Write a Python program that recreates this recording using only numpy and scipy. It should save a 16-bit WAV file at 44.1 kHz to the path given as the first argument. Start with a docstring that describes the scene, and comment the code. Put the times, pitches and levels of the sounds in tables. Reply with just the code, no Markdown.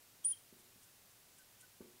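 """A felt-tip marker on a large glass board in a quiet, fairly dry room, over faint air and microphone hiss.
A short rub of coloured noise opens; a soft thud follows, the pane pushed and left ringing in damped sines.
Two strokes hiss in quick succession; a stick-slip squeal, a near-pure gliding sine, cuts through,
with brief lower chirps near its start and end. Then come thuds and hissing strokes, three with a low chirp.
Two last landings close the scene, the first of them the strongest and brightest thud."""
import sys
import numpy as np
from scipy import signal
from scipy.fft import rfft, irfft
from scipy.io import wavfile

SR = 44100
rng = np.random.default_rng(int(sys.argv[2]) if len(sys.argv) > 2 else 0)


def store_wav(level_fs):
    """Save 16-bit WAV to argv[1]."""
    pcm = np.round(np.clip(np.atleast_2d(level_fs), -1, 1) * 32767)
    wavfile.write(sys.argv[1], SR, pcm.T.astype(np.int16))


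N = 88200
TIME = np.arange(N) / SR


def amp(db):
    """Decibels to gain."""
    return 10 ** (np.asarray(db) / 20)


def unit(x):
    """Scales to rms 1."""
    return x / np.sqrt(np.mean(x ** 2) + 1e-20)


def read(points, hz):
    """Reads a table on a log-frequency axis."""
    f, value = np.transpose(points)
    return np.interp(np.log(hz + 1), np.log(f + 1), value)


def noise(spectrum):
    """White noise coloured by a spectrum table, rms 1."""
    gain = amp(read(spectrum, np.fft.rfftfreq(N, 1 / SR)))
    return unit(irfft(rfft(rng.standard_normal(N)) * gain, N))


def wander(hz):
    """Random drift, rms 1, mostly slower than the given rate."""
    gain = 1 / (1 + (np.fft.rfftfreq(N, 1 / SR) / hz) ** 2) ** 2
    return unit(irfft(rfft(rng.standard_normal(N)) * gain, N))


def progress(start, length):
    """How far a movement has come, from 0 to 1."""
    return np.clip((TIME - start) / length, 0, 1)


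def arch(start, length, skew=1):
    """Swell and fall of one movement; skew over 1 puts the top late."""
    return np.abs(np.sin(np.pi * progress(start, length) ** skew))


# colour of the ventilation noise: f/Hz, relative level per Hz/dB
AIR_SPECTRUM = [(20, -31), (50, 1.5), (80, 0.5), (103, 14.5), (135, 7.5), (220, 4), (400, 0), (700, -1),
                (1500, -17.5), (5000, -26)]
AIR_DB, HISS_DB = -76.5, -64  # rms levels


def background():
    """Low ventilation noise and even microphone hiss."""
    hiss = noise([(20, 0.28), (3000, -0.14), (15000, -.5)])  # f/Hz, relative level per Hz/dB
    return amp(AIR_DB) * noise(AIR_SPECTRUM) + amp(HISS_DB) * hiss


# decay of the room's tail: f/Hz, time to fall 60 dB/s
ROOM_DECAY = [(100, 0.37), (400, 0.58), (3000, 0.26), (10000, 0.3)]
WALL_S, ROOM_BUILD_S = .041, 0.011  # delay of one distinct reflection, time the tail takes to fill


def room(x, wet_db, wall_db):
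    """Adds one wall reflection and a diffuse tail whose decay depends on frequency."""
    size = SR // 2
    hz, t, z = signal.stft(rng.standard_normal(size), SR, nperseg=256)
    decay = np.exp(-np.log(1000) * t / read(ROOM_DECAY, hz)[:, None])
    tail = signal.istft(z * decay, SR)[1][:size]
    tail *= np.minimum(TIME[:size] / ROOM_BUILD_S, 1) ** 2
    echo = amp(wet_db) * tail / np.linalg.norm(tail)
    echo[int(WALL_S * SR)] += amp(wall_db)
    return x + signal.fftconvolve(x, echo)[:N]


PUSH_WIDTH_S = 0.00076


def push(t):
    """One soft to-and-fro of the glass, centred on t = 0."""
    u = (t / PUSH_WIDTH_S) ** 2
    return (1 - u) * np.exp(-u / 2)


# modes of the glass pane: f/Hz, level relative to the landing/dB, time to fall 60 dB/s
PANE_MODES = [(108, -25, 0.25), (205.7, -19.5, 0.056), (280, -25, 0.17), (354.4, -24, 0.51),
              (383, -20, 0.15), (472, -26, 0.33), (550, -21.5, 0.062), (880, -19.5, 0.026),
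              (1135, -22.5, 0.044), (1510, -22, .05)]
RING_DELAY_S = 0.00424  # the ring starts this long after the middle of the push


def pane_ring(t):
    """The pane's modes ring as sines that die away, each at its own rate."""
    age = np.maximum(t - RING_DELAY_S, 0)
    return sum(amp(db) * np.exp(-np.log(1000) * age / t60) * np.sin(2 * np.pi * hz * age)
               for hz, db, t60 in PANE_MODES)


# the tip lands on the glass: t/s, level/dB, low-pass corner (brightness of the blow) f/Hz
LANDINGS = [(0.1902, -62, 416), (.525, -48.5, 550), (.757, -52, 200), (1.015, -57, 130),
            (1.8055, -39, 1490), (1.937, -51, 119)]
PUSH_S, PUSH_DB = 0.00228, -2  # delay from landing to the middle of the push, push level
EDGE_ECHO_S, EDGE_ECHO_DB = 0.00695, -11
LOW_CUT_HZ = 54  # the pane radiates little below this


def taps():
    """Each landing pushes the pane; the wave returns from its edge and the pane rings."""
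    out = np.zeros(N)
    for s, db, bright_hz in LANDINGS:
        t = TIME - s - PUSH_S
        direct = amp(PUSH_DB) * push(t)
        edge_echo = -amp(EDGE_ECHO_DB) * push(t - EDGE_ECHO_S)  # comes back inverted
        thud = direct + edge_echo + pane_ring(t)
        out += amp(db) * signal.lfilter(*signal.butter(2, bright_hz, fs=SR), thud)
    return signal.lfilter(*signal.butter(1, LOW_CUT_HZ, "high", fs=SR), out)


# strokes of the felt on the glass: start t/s, length t/s, level at the top of the swell/dB
FELT_STROKES = [(0., 0.045, -71), (0.234, 0.019, -52.5), (0.264, 0.065, -57.5), (0.557, .06, -67.5),
                (0.792, 0.068, -66), (1.07, 0.055, -73), (1.347, 0.057, -65), (1.58, 0.046, -62)]
# colour of the rubbing: f/Hz, relative level per Hz/dB
FELT_SPECTRUM = [(1000, -30), (2400, -19), (3300, -2), (4200, -19), (5500, -5.5), (7300, -1.5), (9400, 1.5),
                 (11000, -7.5), (15500, -22)]
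STROKE_SKEW, GRAIN_DB = 2.1, 3  # late swell, rms depth of the grain


def rubbing():
    """Grainy hiss of felt, swelling with each stroke."""
    swell = sum(amp(db) * arch(s, length, STROKE_SKEW) for s, length, db in FELT_STROKES)
    grain = amp(GRAIN_DB * wander(hz=590))
    return swell * unit(noise(FELT_SPECTRUM) * grain)


JITTER, SHIMMER_DB = 0.00085, .5  # rms unsteadiness of pitch (share) and of level
FLUTTER_HZ = 503  # rate scale of both


def tone(hz):
    """The tip sticks and slips at a slightly unsteady rate, heard as a sine."""
    turns = np.cumsum(hz * (1 + JITTER * wander(FLUTTER_HZ))) / SR
    shimmer = amp(SHIMMER_DB * wander(FLUTTER_HZ))
    return np.sqrt(2) * np.sin(2 * np.pi * turns) * shimmer


# lower chirps: start t/s, length t/s, middle pitch f/Hz, level at the top/dB, whole fall in pitch/share
LOW_CHIRPS = [(0.243, 0.0089, 3250, -57, 0.025), (0.3248, .019, 3185, -51.5, .025),
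              (0.848, .05, 1544, -79, .01), (1.386, 0.047, 1528, -69, 0.0553),
              (1.623, 0.035, 1500, -65.5, .03)]


def chirps():
    """The tip catches briefly at a lower, sagging stick-slip pitch."""
    out = np.zeros(N)
    for s, length, hz, db, sag in LOW_CHIRPS:
        pitch = hz * (1 - sag * (progress(s, length) - .5))
        out += amp(db) * arch(s, length) * tone(pitch)
    return out


# glide of the stick-slip squeal: t/s, pitch f/Hz, level/dB
SQUEAL_GLIDE = [(0.242, 8000, -55), (0.2471, 8550, -47.5), (0.2488, 8920, -31.5), (.254, 9200, -32),
                (.262, 9376, -30.5), (.276, 9610, -35.5), (.289, 9640, -34.5), (0.2914, 9720, -38),
                (0.294, 9800, -38.5), (.309, 9720, -37), (.318, 9520, -35.5), (0.326, 9330, -41),
                (0.328, 9100, -54)]


def squeal():
    """A near-pure stick-slip tone that glides up and back down while its level shifts."""
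    s, hz, db = np.transpose(SQUEAL_GLIDE)
    sounding = (TIME > s[0]) * (TIME < s[-1])
    return tone(np.interp(TIME, s, hz)) * amp(np.interp(TIME, s, db)) * sounding


def scene():
    """Marker and glass in the room, heard by one microphone on both channels."""
    mono = background()
    mono += room(taps(), wet_db=-9.5, wall_db=-18.5)
    mono += room(rubbing() + chirps(), wet_db=-15, wall_db=-19.5)
    mono += room(squeal(), wet_db=-20, wall_db=-44)
    return np.array([mono, mono])


EDGE_HZ = 15750  # top of the recorder's band


def record(dry):
    """The recorder's band limit, a steep low-pass."""
    low_pass = signal.firwin(511, EDGE_HZ, window=("kaiser", 9), fs=SR)
    return signal.oaconvolve(dry, low_pass[None], "same", axes=1)


dry = scene()
out = record(dry)
store_wav(out)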